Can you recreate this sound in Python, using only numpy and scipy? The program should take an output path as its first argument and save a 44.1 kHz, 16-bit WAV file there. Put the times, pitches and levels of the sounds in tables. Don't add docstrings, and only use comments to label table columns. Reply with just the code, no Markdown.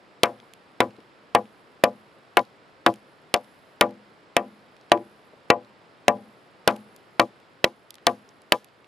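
import sys
import numpy as np
from scipy import signal
from scipy.fft import rfft, irfft, next_fast_len
from scipy.io import wavfile
from scipy.ndimage import uniform_filter1d

SR = 44100
rng = np.random.default_rng(int(sys.argv[2]) if len(sys.argv) > 2 else 0)


def store_pcm(level_fs):
    pcm = np.round(np.clip(level_fs, -1, 1) * 32767).astype(np.int16)
    wavfile.write(sys.argv[1], SR, np.atleast_2d(pcm).T)


N = 391166

# frequency in Hz, relative density in dB.
RUSH_SPECTRUM = [(15, -24), (30, 0.5), (70, -7.5), (118, -1), (235, -3.5), (450, -2.5), (750, -6.5),
                 (1250, -7), (3050, -17.5), (5300, -23.5), (5900, -34), (8300, -32.5), (9000, -44),
                 (12000, -57.5)]
GRASS_SPECTRUM = [(3240, -32.5), (5500, -9.5), (8300, -6), (8990, -11), (9960, 4.5), (11900, -1.5),
                  (14600, -11.5), (16000, -30)]
EDGE_SPECTRUM = [(4000, -21.5), (7000, -6.5), (9000, -6), (10500, -4), (12500, -6), (14000, -18),
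                 (16000, -29)]
CRACK_SPECTRUM = [(1200, -23.5), (2000, -4), (3200, 3), (4500, -1.2), (6000, -9.5), (7500, -24)]
SPLIT_SPECTRUM = [(100, -22.5), (220, -6), (800, -3.5), (1500, -1.5), (2500, -5), (3500, -13),
                  (5000, -26.5), (9000, -58)]
SPRAY_SPECTRUM = [(1500, -22.5), (3000, 5.5), (5000, 1.5), (8000, -6.5), (9000, -11.5), (10500, -0.5),
                  (12500, -7.5), (14000, -25.5), (16000, -36.5)]
SCATTER_SPECTRUM = [(100, -34), (500, -20), (1000, 0), (1800, -1.5), (4000, -9), (8000, -30)]
# time in seconds, level in dB.
RUSH_LEVELS = [(0.0, -54), (6.57, -54), (6.67, -53), (7.53, -54.5), (7.81, -56.5), (8.15, -54.5),
               (8.87, -56.5)]
# frequency in Hz, left-right correlation.
DIFFUSE_CORRELATION = [(60, 0.28), (290, 0.77), (640, 0.9), (1200, 0.042), (3100, 0.79), (6800, 0.49),
                       (15000, 0.18)]
# frequency in Hz, left minus right in dB.
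DIFFUSE_PAN = [(60, 1.5), (110, -2.5), (200, 0), (380, 1), (700, 2.5), (1290, -2.5), (2380, -3.5),
               (4400, -1), (8120, 0.5), (15000, 1)]
# start in seconds, level in dB, centre in Hz.
SETTLING_BUMPS = [(.428, -48, 806), (.984, -40, 339), (5.333, -43, 396), (6.186, -40, 452),
                  (6.369, -55, 517)]
# start in seconds, body level in dB, top relative to body
# in dB, centre in Hz, pan in dB.
DEBRIS_TICKS = [(.258, -34.5, -6.5, 3500, 2.5), (.4006, -40, -30, 3180, 5), (0.5363, -39.5, -1, 2870, -8),
                (.8292, -45, -14, 3500, 2), (0.9072, -44, -21, 2380, 0), (0.9656, -48, -26, 3610, -3.5),
                (1.004, -45, -23, 2770, 8), (1.8531, -38.5, -13, 3500, 0), (2.3928, -23, -37, 2340, -1),
                (2.4515, -46, -9, 3820, 1), (2.902, -44, -16, 3500, 6), (2.94, -42.5, -1, 3200, 4),
                (2.959, -48.5, -5, 3550, -1.5), (3.3633, -32, -23.5, 3280, -0.5),
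                (3.3734, -41.5, -15.5, 3460, 2), (3.445, -50.5, -15, 3330, -15),
                (3.8247, -22, -21.5, 2923, 0), (3.8382, -43, -15, 3500, 0), (3.9085, -47.5, -9, 3450, -12),
                (4.7663, -43.5, -18, 2790, -8), (4.812, -50, -20, 4370, -2), (4.8973, -45, -23, 3270, -3),
                (4.9754, -37.5, -25, 2380, -11), (6.7004, -35, -26, 2270, -3),
                (6.7052, -39.5, -15.5, 3470, -3.5), (6.7105, -38, -14, 3440, 2.5),
                (6.762, -43.5, -4, 2980, -11), (6.765, -41, -3, 2980, -.5), (6.963, -38, -5, 4130, 7),
                (7.217, -38.5, -2, 3990, 1), (7.226, -42, -15, 3500, 2), (7.677, -44, -25, 2260, 4.5),
                (7.9062, -27.5, -7, 4330, -6.5), (7.9423, -45, -3, 3600, -12), (7.9546, -44, -2, 3580, 7),
                (7.9832, -43, -29, 2260, -8), (8.2907, -43.5, -30, 4640, -1), (8.419, -51, 1, 3200, -5),
                (8.645, -41.5, 0, 2900, -7), (8.845, -45.5, -31, 2220, -9)]
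# frequency in Hz, base T60 in seconds.
SPLIT_DECAY = [(100, 0.13), (500, 0.27), (1500, 0.11), (3500, 0.077), (8000, 0.027)]
# frequency in Hz, level within its group in dB, base T60 in seconds.
BRANCH_MODES = [(118, -5, .5), (210, 0, .58), (251, 1, .4), (335, 2, .29), (353, -1, .29), (445, -10, .24),
                (495, -5.5, .23), (522, -4.5, .2), (588.4, -2.5, .2), (640, -5, .08), (699.7, 1.5, .15),
                (795, -10.5, .22), (831.2, -5, .19), (950, -7, .085), (1002, -1.5, .15), (1124.6, -4, .11),
                (1175, -3.5, .11), (1385, 0, .06), (1590, -2, .065), (1850, 2, .065), (2290, 1, .06),
                (2640, -4, .055), (3100, -6, .05)]
# frequency in Hz, the cut's
# left minus right in dB and left lead in radians, then the same two for the branch.
MIC_PATHS = [(60, .1, .01, .2, .03), (220, -.8, .08, .6, .07), (420, .2, .01, 2.2, .02),
             (720, .4, -.16, 4.2, .03), (1080, -.6, .04, 7, -.34), (1600, -.8, -.5, 4.6, -.77),
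             (2500, -2.6, .24, .9, -.33), (4200, -.8, .9, .1, -.04), (6400, 3.5, .9, .3, .3),
             (9800, -4, .7, -1.5, .3), (15000, -4.5, 0.9, -2.5, .3)]
# start in seconds, knock in dB and Hz, snap in dB and Hz, levels in dB of crack,
# edge, split, spray and grass, levels in dB of the deep, low, middle and high modes, favoured mode
# in Hz, damping factor, pan in dB.
KNIFE_BLOWS = [(0.2335, -3, 475, -1.5, 3080, -10, -9.5, -19.5, -50, -69.5, -40, -36.5, -21.5, -27, 1002.0, 1.045, 0.16),
               (0.8042, 1.5, 620, -5, 2070, -6.5, -16.5, -17, -53.5, -75, -34.0, -29, -20.5, -34, 522.0, 1.64, 0.4),
               (1.3495, 3.5, 752, -10.5, 1340, -10, -16.5, -16, -54, -70, -32, -31, -17.5, -21.5, 831.2, 1.94, 0.56),
               (1.8381, 8.5, 631.5, -1.5, 1950, -3.5, -11.5, -22, -54.5, -71.5, -35.5, -42, -19, -27.5, 1124.6, 1.6, 0.2),
               (2.3702, -1, 680, -1, 2880.0, -21.5, -12.5, -10, -51, -91, -32, -29, -17, -20, 1002.0, 4.36, 0.98),
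               (2.8633, -4, 1086, -2, 1674, -5.5, -21.5, -10.5, -49, -73, -31.0, -19, -19.0, -39, 522.0, 2.52, -0.035),
               (3.3406, -2.5, 683, -44.5, 3380, -5.5, -9.0, -18, -56.5, -65.5, -45.5, -40.5, -22.5, -32.5, 699.7, 2.2, 0.57),
               (3.8104, -6.5, 491, -22, 2700.0, -2, -9, -21, -54, -82, -32.5, -30.5, -16, -20.5, 588.4, 1.13, 0.5),
               (4.3664, -1.5, 670.0, -3.5, 2710, -7, -13.5, -28, -59, -70, -36, -34.5, -22, -22, 795.0, 1.08, 0.28),
               (4.918, 4.5, 720.0, 1.5, 3030, -9, -16.5, -24.0, -60.5, -67.5, -37, -24.5, -18, -26, 588.4, 1.265, 0.19),
               (5.5021, 7.5, 535, 0, 2330, -4, -21, -33.5, -67, -84, -34.5, -31.5, -15.5, -16, 588.4, 1.24, 1.2),
               (6.0817, 4, 648, -0.5, 2480, -10.5, -14.0, -33.5, -57.5, -68, -34, -37, -17.5, -26.5, 588.4, 1.13, 1.1),
               (6.676, 1, 540, -3.5, 1810, -5, -11.5, -17.0, -48.5, -66, -33.5, -34, -21, -28.0, 522.0, 1.28, 0.45),
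               (7.1963, 0, 652, -2.5, 1600, -5.5, -17, -27, -51, -80, -29.5, -26.5, -17.5, -21, 1002.0, 2.8, 0.83),
               (7.6426, 1, 549, -0.5, 1950, -2, -22.5, -23, -53, -74.5, -43.5, -34.5, -28.5, -32, 495.0, 2.4, -0.39),
               (8.0679, -8.5, 800, -10, 3310, -5, -13, -18, -48.5, -71, -36.5, -32.0, -21.0, -29, 699.7, 1.8, 0.73),
               (8.5215, 1, 641, 0, 1930, -3, -9, -21.5, -47, -83, -42.5, -36, -21.5, -24, 1002.0, 4, -0.79)]

GRASS_REST_DB, GRASS_RISE_S, GRASS_T60_S = -82, 0.06, 1.8
BUMP_T60_S, TICK_T60_S = 0.059, 0.0065
CRUMBS_PER_BLOW, CRUMB_FLIGHT_S, CRUMB_DB = 2, 0.1, -56
DEEP_TOP_HZ, LOW_TOP_HZ, MIDDLE_TOP_HZ = 300, 400, 1300
FAVOUR_DB, FREE_RING_S, UPPER_DAMPING_SHARE = 2.5, 0.036, 0.65
MODE_WIDTH_HZ, HIGH_WIDTH_HZ, SNAP_WIDTH_HZ = 0.78, 69, 200
EDGE_LEAD_S, SPRAY_RISE_S = 0.00023, 0.0033
CLIP_LEVEL, BASS_HZ, DULL_HZ, DULL_DB_PER_KHZ, TOP_HZ = 0.97, 70, 11200, 2, 16550


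def amp(db):
    return 10 ** (np.asarray(db) / 20)


def unit_rms(x):
    return x / np.sqrt(np.mean(x ** 2) + 1e-20)


def rise(t, rise_s, power=1):
    return 1 - np.exp(-(t / rise_s) ** power)


def decay(t, db, t60_s):
    return amp(db - 60 * t / t60_s)


def lookup(table, hz, col=1):
    columns = np.transpose(table)
    return np.interp(np.log(hz + 1), np.log(columns[0] + 1), columns[col])


def filtered(x, response):
    n = x.shape[-1]
    padded = next_fast_len(n + 8192)
    return irfft(rfft(x, padded) * response(np.fft.rfftfreq(padded, 1 / SR)), padded)[..., :n]


def noise(spectrum, count, clumps=1):
    return unit_rms(filtered(clumps * rng.standard_normal(count), lambda hz: amp(lookup(spectrum, hz))))


def crackle(count, depth_db, grain_samples):
    wander = unit_rms(uniform_filter1d(rng.standard_normal(count), grain_samples))
    return unit_rms(amp(depth_db * wander))


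def phase_drift(width_hz, count):
    steps = rng.standard_normal((len(width_hz), count))
    steps = uniform_filter1d(uniform_filter1d(steps, 32), 32)
    return np.sqrt(2 * np.pi * np.abs(width_hz) / SR) * np.cumsum(steps, axis=1)


def add(track, start_s, sound, pan_db):
    part = track[:, round(start_s * SR):][:, :sound.shape[-1]]
    part += sound[..., :part.shape[1]] * amp([[pan_db / 2], [-pan_db / 2]])


def at_mics(track, col):
    def response(hz):
        log_ratio = lookup(MIC_PATHS, hz, col) * np.log(10) / 20 + 1j * lookup(MIC_PATHS, hz, col + 1)
        return np.exp(np.outer([.5, -.5], log_ratio))
    return filtered(track, response)


def diffuse_noise(spectrum, patchy_db):
    def mid_side(hz):
        angle = np.arccos(np.clip(lookup(DIFFUSE_CORRELATION, hz), -1, 1)) / 2
        return amp(lookup(spectrum, hz)) * [np.cos(angle), np.sin(angle)]
    bins = signal.stft(rng.standard_normal((2, N)), nperseg=512)[2]
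    patches = uniform_filter1d(uniform_filter1d(rng.standard_normal(bins.shape[1:]), 6, 0), 10, 1)
    pair = signal.istft(bins * amp(patchy_db * unit_rms(patches)), nperseg=512)[1][:, :N]
    mid, side = filtered(pair, mid_side)
    stereo = np.array([mid + side, mid - side])
    return unit_rms(filtered(stereo, lambda hz: amp(np.outer([.5, -.5], lookup(DIFFUSE_PAN, hz)))))


def far_rush():
    level_db = np.interp(np.arange(N) / SR, *np.transpose(RUSH_LEVELS))
    return amp(level_db) * diffuse_noise(RUSH_SPECTRUM, patchy_db=-0.13)


def grass():
    t = np.arange(N) / SR
    clumps = crackle(N, depth_db=3, grain_samples=120)
    stems = unit_rms(clumps * diffuse_noise(GRASS_SPECTRUM, patchy_db=1.5))
    envelope = amp(GRASS_REST_DB)
    for blow in KNIFE_BLOWS:
        start_s, grass_db = blow[0], blow[9]
        age_s = np.maximum(t - start_s, 0)
        swell = rise(age_s, GRASS_RISE_S, power=2) * decay(age_s, grass_db, GRASS_T60_S)
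        envelope = np.hypot(envelope, swell)
    return envelope * stems


def settling():
    track, t = np.zeros((2, N)), np.arange(4096) / SR
    for start_s, db, hz in SETTLING_BUMPS:
        spectrum = [(.3 * hz, -25), (.7 * hz, -4), (hz, 0), (1.6 * hz, -7), (4 * hz, -35), (8 * hz, -90)]
        add(track, start_s, rise(t, .0013) * decay(t, db, BUMP_T60_S) * noise(spectrum, len(t)), pan_db=4)
    return track


def debris():
    track, t = np.zeros((2, N)), np.arange(2048) / SR
    crumbs = [(blow[0] + rng.exponential(CRUMB_FLIGHT_S), rng.normal(CRUMB_DB, 3.7),
               rng.normal(-19, 5), rng.uniform(2200, 3800), rng.normal(-2, 3))
              for blow in KNIFE_BLOWS for _ in range(CRUMBS_PER_BLOW)]
    for start_s, db, top_db, hz, pan_db in DEBRIS_TICKS + crumbs:
        spectrum = [(.35 * hz, -24), (.7 * hz, -5), (hz, 0), (1.5 * hz, -6), (3 * hz, -26), (6 * hz, -70)]
        body = noise(spectrum, len(t))
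        top = amp(top_db) * noise(EDGE_SPECTRUM, len(t))
        add(track, start_s, rise(t, .000083) * decay(t, db, TICK_T60_S) * (body + top), pan_db)
    return track


def chip_spray(t, db):
    clumps = crackle(len(t), depth_db=2, grain_samples=65)
    return rise(t, SPRAY_RISE_S, power=2) * decay(t, db, .27) * noise(SPRAY_SPECTRUM, len(t), clumps)


def splitting(t, damping):
    tearing = noise(SPLIT_SPECTRUM, len(t), crackle(len(t), depth_db=0, grain_samples=170))
    hz, frame_s, bins = signal.stft(tearing, SR, nperseg=128)
    t60_s = lookup(SPLIT_DECAY, hz)[:, None] / damping
    return signal.istft(bins * decay(frame_s, 0, t60_s), SR, nperseg=128)[1][:len(t)]


def branch_ring(t, group_db, favoured_hz, damping):
    hz, mode_db, t60_s = np.transpose(BRANCH_MODES)[..., None]
    group = np.searchsorted([DEEP_TOP_HZ, LOW_TOP_HZ, MIDDLE_TOP_HZ], hz)
    lift_db = FAVOUR_DB * (hz == hz[np.abs(hz - favoured_hz).argmin()])
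    level_db = mode_db + np.take(group_db, group) + lift_db + rng.normal(0, 2.3, hz.shape)
    extra_damping = np.where(hz < LOW_TOP_HZ, 1, UPPER_DAMPING_SHARE) * (damping - 1)
    decay_time_s = t + extra_damping * np.maximum(t - FREE_RING_S, 0)
    rock_cycles = rng.uniform(11, 22, hz.shape) * t + rng.random(hz.shape)
    rock_db = np.where(hz < DEEP_TOP_HZ, 5, 2.5) * np.sin(2 * np.pi * rock_cycles)
    detuned_hz = hz * rng.normal(1, np.where(hz < MIDDLE_TOP_HZ, .004, .02))
    phase = 2 * np.pi * (detuned_hz * t + rng.random(hz.shape))
    phase += phase_drift(np.where(hz < MIDDLE_TOP_HZ, MODE_WIDTH_HZ, HIGH_WIDTH_HZ), len(t))
    return np.sum(decay(decay_time_s, level_db + rock_db, t60_s) * np.sin(phase), axis=0)


def blade_contact(t, knock_db, knock_hz, snap_db, snap_hz, crack_db):
    phase = 2 * np.pi * np.outer([snap_hz, rng.uniform(1500, 3200)], t)
    modes = np.sin(phase + phase_drift([[SNAP_WIDTH_HZ]] * 2, len(t)))
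    snap = -rise(t, .0001) * decay(t, snap_db, .007) * (modes[0] + amp(-3) * modes[1])
    shove_hz = rng.normal(300, 30)
    shove = decay(t, knock_db - 30.5, .035) * np.sin(2 * np.pi * shove_hz * t)
    knock_age_s = np.maximum(t - .0003, 0)
    knock = decay(knock_age_s, knock_db, .0085) * np.sin(2 * np.pi * knock_hz * knock_age_s)
    bark = noise(CRACK_SPECTRUM, len(t), crackle(len(t), depth_db=6.5, grain_samples=33))
    crack = rise(t, .00034) * decay(t, crack_db, .014) * bark
    return snap + knock + shove + crack


def chops():
    cut, branch, t = np.zeros((2, N)), np.zeros((2, N)), np.arange(18000) / SR
    for (start_s, knock_db, knock_hz, snap_db, snap_hz, crack_db, edge_db, split_db, spray_db, _,
         *group_db, favoured_hz, damping, pan_db) in KNIFE_BLOWS:
        bite = rise(t, .00053) * decay(t, edge_db, .01) * noise(EDGE_SPECTRUM, len(t))
        add(cut, start_s - EDGE_LEAD_S, bite, pan_db)
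        spray = chip_spray(t, spray_db)
        contact = blade_contact(t, knock_db, knock_hz, snap_db, snap_hz, crack_db)
        add(cut, start_s, contact + spray, pan_db)
        split = amp(split_db) * splitting(t, 1 + UPPER_DAMPING_SHARE * (damping - 1))
        ring = branch_ring(t, group_db, favoured_hz, damping)
        add(branch, start_s, rise(t, .0011) * (ring + split), pan_db)
        echo = rise(t, .00097, power=2) * decay(t, snap_db - 14, .021) * noise(SCATTER_SPECTRUM, len(t))
        add(cut, start_s, np.outer([1, -1], echo), pan_db=0)
    return at_mics(cut, col=1) + at_mics(branch, col=3)


def scene():
    return chops() + debris() + settling() + far_rush() + grass()


def record(dry):
    def roll_off(hz):
        highpass = (1j * hz / (BASS_HZ + 1j * hz)) ** 3
        return highpass * amp(-DULL_DB_PER_KHZ * np.maximum(hz - DULL_HZ, 0) / 1000)
    saturated = dry / (1 + np.abs(dry / CLIP_LEVEL) ** 8) ** (1 / 8)
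    clipped = np.clip(filtered(saturated, roll_off), -CLIP_LEVEL, CLIP_LEVEL)
    return filtered(clipped, lambda hz: np.clip((TOP_HZ - hz) / 200, 0, 1))


dry = scene()
out = record(dry)
store_pcm(out)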